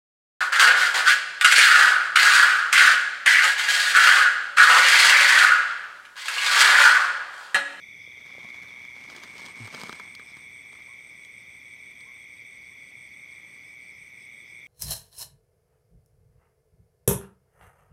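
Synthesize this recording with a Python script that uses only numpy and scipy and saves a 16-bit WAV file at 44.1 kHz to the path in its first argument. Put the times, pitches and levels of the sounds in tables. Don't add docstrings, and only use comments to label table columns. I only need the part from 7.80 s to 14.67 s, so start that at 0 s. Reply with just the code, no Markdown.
import sys
import numpy as np
from scipy import signal
from scipy.fft import rfft, irfft
from scipy.io import wavfile
from scipy.ndimage import uniform_filter1d, map_coordinates

SR = 44100
rng = np.random.default_rng(int(sys.argv[2]) if len(sys.argv) > 2 else 0)


def to_wav(s):
    ch = np.atleast_2d(s).T
    pcm = np.round(np.clip(ch, -1, 1) * 32767)
    wavfile.write(sys.argv[1], SR, pcm.astype(np.int16))


N = 302967


def from_db(db):
    return 10 ** (np.asarray(db) / 20)


def unit_power(x):
    return x / np.sqrt(np.mean(x ** 2) + 1e-20)


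def clock():
    return np.arange(N) / SR


def automation(rows):
    return np.interp(clock(), *np.transpose(rows))


def drift(per_s):
    knots = rng.standard_normal(4096)
    return unit_power(map_coordinates(knots, [clock() * per_s], order=3, mode="wrap"))


def coloured(x, spectrum):
    hz, db = np.transpose(spectrum)
    bins = np.maximum(np.fft.rfftfreq(N, 1 / SR), 1)
    gain = from_db(np.interp(np.log(bins), np.log(hz), db, left=-90, right=-90))
    return unit_power(irfft(rfft(x) * gain, N))


def hump(u):
    return np.sin(np.pi * np.clip(u, 0, 1)) ** 2


def phase_of(hz):
    return 2 * np.pi * np.cumsum(hz) / SR


def wing_strokes(pitch_hz, per_s, fall, duty, uneven_db, jitter, stray, slip=1):
    beat = np.cumsum(per_s * (1 + jitter * drift(25))) / SR + 1 + rng.random()
    stroke = beat.astype(int)
    progress = beat % 1 / np.clip(duty, .05, 1)
    size, jump, detune = rng.standard_normal((stroke.max() + 1, 3)).T
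    hz = pitch_hz * (1 - fall * (progress - .5) + stray * detune[stroke])
    phase = phase_of(hz) + 2 * np.pi * slip * np.cumsum(jump)[stroke]
    return unit_power(hump(progress) * from_db(uneven_db * size[stroke]) * np.sin(phase))


def outdoors(x, wet_db, t60):
    t = np.arange(SR // 2) / SR
    scatter = rng.standard_normal(len(t)) * from_db(-60 * t / t60) * (t > .002)
    wet = signal.fftconvolve(x, scatter / np.linalg.norm(scatter))[:N]
    return (x + from_db(wet_db) * wet) / np.sqrt(1 + from_db(wet_db) ** 2)


# frequency in Hz, EQ gain in dB.
AIR_EQ = [(25, -24), (45, -6), (70, -1), (115, 1.5), (250, -4.5), (450, -7.5), (750, -12.5), (1100, -14),
          (1500, -14.5), (2900, -12.5), (4000, -22), (6900, -25), (9500, -23), (15500, -25)]

def night_air():
    return from_db(-61.5) * coloured(rng.standard_normal(N), AIR_EQ)


# time in seconds, relative level in dB.
NEAR_TRILL_RIDE = [(0, -42.5), (.48, -42.5), (.58, -39.5), (1.1, -40.5), (1.45, -45), (1.9, -40),
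                   (2.8, -44.5), (3.1, -42.5), (3.35, -45.3), (4.2, -44), (5.05, -44), (5.6, -45.5),
                   (6.5, -45.5), (6.87, -42)]
# pitch in Hz, strokes per second, relative level in dB.
FAR_TRILLS = [(2183, 117.0, -51.5), (2264, 131, -56), (2025, 110, -56), (2437, 106, -59)]

def mole_crickets():
    ride_db = automation(NEAR_TRILL_RIDE)
    near = wing_strokes(2240, per_s=123.4, fall=.02, duty=1, uneven_db=2, jitter=.003, stray=.005,
                        slip=.3)
    waver = from_db(.5 * drift(14))
    stumble = (1 - hump((clock() - 1.73) / .04 + .5)) ** 2
    out = from_db(ride_db - 4.5) * outdoors(near * waver * stumble, wet_db=-9, t60=.083)
    far_ride_db = .13 * (ride_db + 45) - 2
    for hz, per_s, db in FAR_TRILLS:
        far = wing_strokes(hz, per_s, fall=.0458, duty=.98, uneven_db=.7, jitter=.03024, stray=.013)
        out += from_db(db + far_ride_db) * outdoors(far, wet_db=-3.5, t60=.25)
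    return out


# pitch in Hz, strokes per second, level within the chorus in dB.
CHORUS_VOICES = [(3324, 20, -9), (3376, 39, -8.5), (3357, 54, -10.5), (3515, 27, -9.5), (3463, 63, -6.5),
                 (3610, 59, -13), (3685, 29, -12)]
# time in seconds, gain in dB.
CHORUS_RIDE = [(0, -57), (.6, -56.5), (1.2, -59.5), (2.6, -60), (3.3, -62.8), (4, -61), (5.4, -62.5),
               (6.15, -65), (6.55, -61)]

def cricket_chorus():
    trills = np.zeros(N)
    for hz, per_s, db in CHORUS_VOICES:
        trill = wing_strokes(hz, per_s, fall=.06, duty=.64, uneven_db=2.5, jitter=.15, stray=.017)
        trills += from_db(db) * outdoors(trill, wet_db=-7.5, t60=.32)
    return from_db(automation(CHORUS_RIDE)) * trills


# frequency in Hz, EQ gain in dB.
INSECT_HISS_EQ = [(4100, -36), (4350, -10), (4850, -9), (5250, -18), (5530, 0), (5750, -3.5), (6080, 1),
                  (6260, -2.5), (6450, -29), (7550, -26), (8000, -12), (8500, -8), (9200, -36)]

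def distant_insects():
    level_db = -64.5 - .38 * clock()
    return from_db(level_db) * coloured(rng.standard_normal(N), INSECT_HISS_EQ)


# middle of the first buzz in seconds, end in seconds, level in dB.
BUZZ_BOUTS = [(0.238, .65, -66), (2.49, 2.62, -63.5), (3.33, 3.73, -73.5), (5.885, 6.82, -68)]

def buzzing_cricket():
    period_s, buzz_s = .27, .12
    gate = np.zeros(N)
    for first, end, db in BUZZ_BOUTS:
        for middle in np.arange(first, end, period_s):
            gate += from_db(db) * np.sqrt(hump((clock() - middle) / buzz_s + .5))
    strokes = wing_strokes(5170, per_s=108, fall=.15, duty=.34, uneven_db=0, jitter=.0066, stray=.008)
    return outdoors(gate * strokes, wet_db=-7, t60=.092)


# time in seconds, relative level in dB, pitch in Hz.
TAPS = [(.277, -43, 527), (0.551, -39, 600), (.582, -34.5, 533), (.647, -38, 191), (.649, -38, 636),
        (1.556, -38, 477), (2.13, -34.5, 244)]

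def taps():
    out = np.zeros(N)
    for s, db, hz in TAPS:
        cycles = np.clip((clock() - s) * hz + .4, 0, 30)
        envelope = (1 - np.exp(-cycles / .36)) * np.exp(-cycles / .6)
        out += from_db(db + 5) * envelope * np.sin(2 * np.pi * cycles)
    return out


def grains(per_s, spread_db):
    sizes = from_db(spread_db * np.minimum(rng.exponential(1, N), 3)) * rng.choice([-1, 1], N)
    return sizes * (rng.random(N) < per_s / SR)


# time in seconds, level of the dull rub in dB.
GRIP_RIDE = [(0, -86), (.45, -61), (.75, -58), (1.12, -60.5), (1.32, -53.5), (1.5, -55.5), (1.64, -51),
             (1.73, -57.5), (1.92, -49.5), (2.04, -49.5), (2.36, -63.5), (2.55, -60), (2.75, -68.5),
             (3, -63.5), (3.4, -70.5), (5.3, -75), (5.6, -66), (6.1, -77)]
FIRM_GRIP_DB = -50
# frequency in Hz, EQ gain in dB.
RUB_EQ = [(65, -39), (110, -5), (167, 2), (231, 1), (301, -1.5), (452, -5.5), (685, -5), (1140, 0),
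          (1300, -3.5), (1580, -6), (1750, 1), (2280, -23), (3850, -120)]
SCRAPE_EQ = [(1500, -47), (2000, 1), (2900, 5), (3400, 0.5), (4100, 2), (5500, 0.5), (7300, -5.5),
             (10000, -12), (15500, -21)]

def rustle():
    rub_db = automation(GRIP_RIDE)
    scrape_db = -50.5 + 1.28 * (rub_db - FIRM_GRIP_DB)
    clumps = from_db(1.88 * drift(70))
    slips = unit_power(grains(per_s=3500, spread_db=3.5) * clumps)
    crackles = unit_power(grains(per_s=500, spread_db=2.5) * clumps)
    rub = coloured(slips + .51 * crackles, RUB_EQ)
    scrape = coloured(.71 * slips + crackles, SCRAPE_EQ)
    return from_db(rub_db) * rub + from_db(scrape_db) * scrape


# middle in seconds, top pitch in Hz, level in dB.
PEEPS = [(.66, 1100, -56.5), (3.106, 1093, -55.5), (4.282, 1097, -57), (4.92, 1100, -65)]

def frog():
    peep_s, out = .085, np.zeros(N)
    for middle, top_hz, db in PEEPS:
        u = (clock() - middle) / peep_s
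        on = abs(u) < .5
        hz = top_hz * (1 - .916 * (u[on] - .07) ** 2)
        out[on] += from_db(db) * hump(u[on] + .5) * np.sin(phase_of(hz))
    return outdoors(out, wet_db=-6, t60=.24)


def bush_cricket():
    t, gate = clock(), np.zeros(N)
    chirp_s, full_voice_s, slowing_s = .13, 1.76, .00057
    end, period = 1.111, .153
    while end - chirp_s < t[-1]:
        start, since_full = end - chirp_s, end - full_voice_s
        warm_up_db = 30 * min(since_full, 0)
        ease_off_db = 5.5 * (1 - np.exp(-max(since_full, 0) / 1.6))
        swell = np.clip(.42 + (t - start) / .067, 0, 1)
        gate += from_db(-58.5 + warm_up_db - ease_off_db) * swell * ((t > start) & (t < end))
        end, period = end + period, period + slowing_s
    strokes = wing_strokes(8373, per_s=112.4, fall=.15, duty=.6, uneven_db=1.5, jitter=.02, stray=.00609)
    return outdoors(strokes * uniform_filter1d(gate, size=130), wet_db=-8.5, t60=.17)


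def chance_clicks():
    per_s, snap_db, knock_db = 20, -40.5, -42.5
    grip_db = automation(GRIP_RIDE) - FIRM_GRIP_DB
    at = np.flatnonzero(rng.random(N) < per_s * from_db(grip_db) / SR)
    force_db = .9 * grip_db[at, None] + 1.5 * rng.standard_normal((len(at), 2))
    return list(zip(at / SR, snap_db + force_db[:, 0], knock_db + force_db[:, 1]))


# time in seconds, bright snap and dull knock in relative dB.
MAIN_CLICKS = [(1.299, -35.5, -47), (1.3628, -32, -42), (1.435, -30, -44), (1.58, -33, -45),
               (1.6612, -30, -47.5), (1.873, -36, -39), (1.946, -28.5, -32.5), (2.0133, -27.5, -36),
               (2.0341, -30.5, -31), (2.0695, -34.5, -41), (2.0933, -33.5, -31.5), (2.1261, -31.5, -36),
               (2.197, -37, -35.5), (2.35, -31, -57), (2.3942, -44.5, -34.5), (2.568, -42, -49.5),
               (2.928, -47, -49), (3.448, -42, -59), (4.206, -43, -52)]
# pitch in Hz, relative level in dB, seconds to fall 60 dB.
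CLICK_MODES = [(237, -14, 0.072), (410, -6.5, 0.016), (978, -9, 0.029), (1230, -2, 0.016), (1550, 0, 0.011),
               (1870, 3.5, 0.0032), (3250, -3.5, 0.01), (4050, -2.5, 0.007), (4900, -1.5, 0.0054),
               (6350, -6.5, 0.0056), (6970, -6, 0.0025), (10000, -11, 0.0026)]

def clicks():
    t, out = np.arange(SR // 20) / SR, np.zeros(N + SR)
    for s, snap_db, knock_db in MAIN_CLICKS + chance_clicks():
        contact = .13 * rng.standard_normal(len(t)) * np.exp(-t / .0025)
        contact[0] = 1
        crack = from_db(snap_db - 14) * rng.standard_normal(len(t)) * np.exp(-t / .00052)
        ring = np.zeros(len(t))
        for hz, db, t60 in CLICK_MODES:
            force_db = np.interp(hz, [1800, 3200], [knock_db, snap_db - 5.5]) + rng.normal(0, 1.5)
            envelope = from_db(force_db + db - 60 * t / t60)
            ring += rng.choice([-1, 1]) * envelope * np.sin(2 * np.pi * hz * t)
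        at = round((s + .001012) * SR)
        out[at:at + len(t)] += signal.fftconvolve(contact, crack + ring)[:len(t)]
    low_cut = signal.butter(2, 130, "high", fs=SR, output="sos")
    return signal.sosfilt(low_cut, out[:N] + 1e-18)


def thrum():
    start_s, attack_s, hold_s = 1.799, .006, .046
    pitch_hz, sag_hz_per_s, fall_db_per_s = 123, 310, 420
    age = np.clip(clock() - start_s, 0, .5)
    phase = phase_of(pitch_hz - sag_hz_per_s * age)
    attack = np.minimum(age / attack_s, 1)
    level_db = -39.5 - fall_db_per_s * np.maximum(age - hold_s, 0)
    overtones = sum(np.cos(k * phase) * from_db(1 - 11 * (k - 2)) for k in range(2, 6))
    return attack * from_db(level_db) * (np.sin(phase) + np.exp(-age / .017) * overtones)


# middle of the last syllable in seconds, level in dB.
FIELD_CHIRPS = [(4.618, -66), (4.855, -63), (5.09, -63.5), (5.323, -63.5), (5.553, -64), (5.823, -63),
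                (6.091, -63.5)]
SYLLABLE_TRIMS = [-1, -1.5, -2.5, -8]

def field_cricket():
    spacing_s, syllable_s = .036, .026
    t, out = clock(), np.zeros(N)
    for last, db in FIELD_CHIRPS:
        for k, trim_db in enumerate(SYLLABLE_TRIMS):
            u = (t - last + k * spacing_s) / syllable_s
            on = abs(u) < .5
            hz = 4680 * (1 - .244 * u[on] - .14 * u[on] ** 2)
            out[on] += from_db(db + trim_db) * np.sqrt(hump(u[on] + .5)) * np.sin(phase_of(hz))
    return outdoors(out, wet_db=-7, t60=.2)


def scene():
    bed = night_air() + mole_crickets() + cricket_chorus() + distant_insects()
    calls = bush_cricket() + buzzing_cricket() + field_cricket() + frog()
    hand = rustle() + clicks() + taps() + thrum()
    return (bed + calls + hand)[None]


def record(dry):
    low_cut = signal.butter(4, 50, "high", fs=SR, output="sos")
    high_cut = signal.ellip(12, .1, 80, 15750, fs=SR, output="sos")
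    return signal.sosfilt(high_cut, signal.sosfilt(low_cut, dry))


dry = scene()
out = record(dry)
to_wav(out)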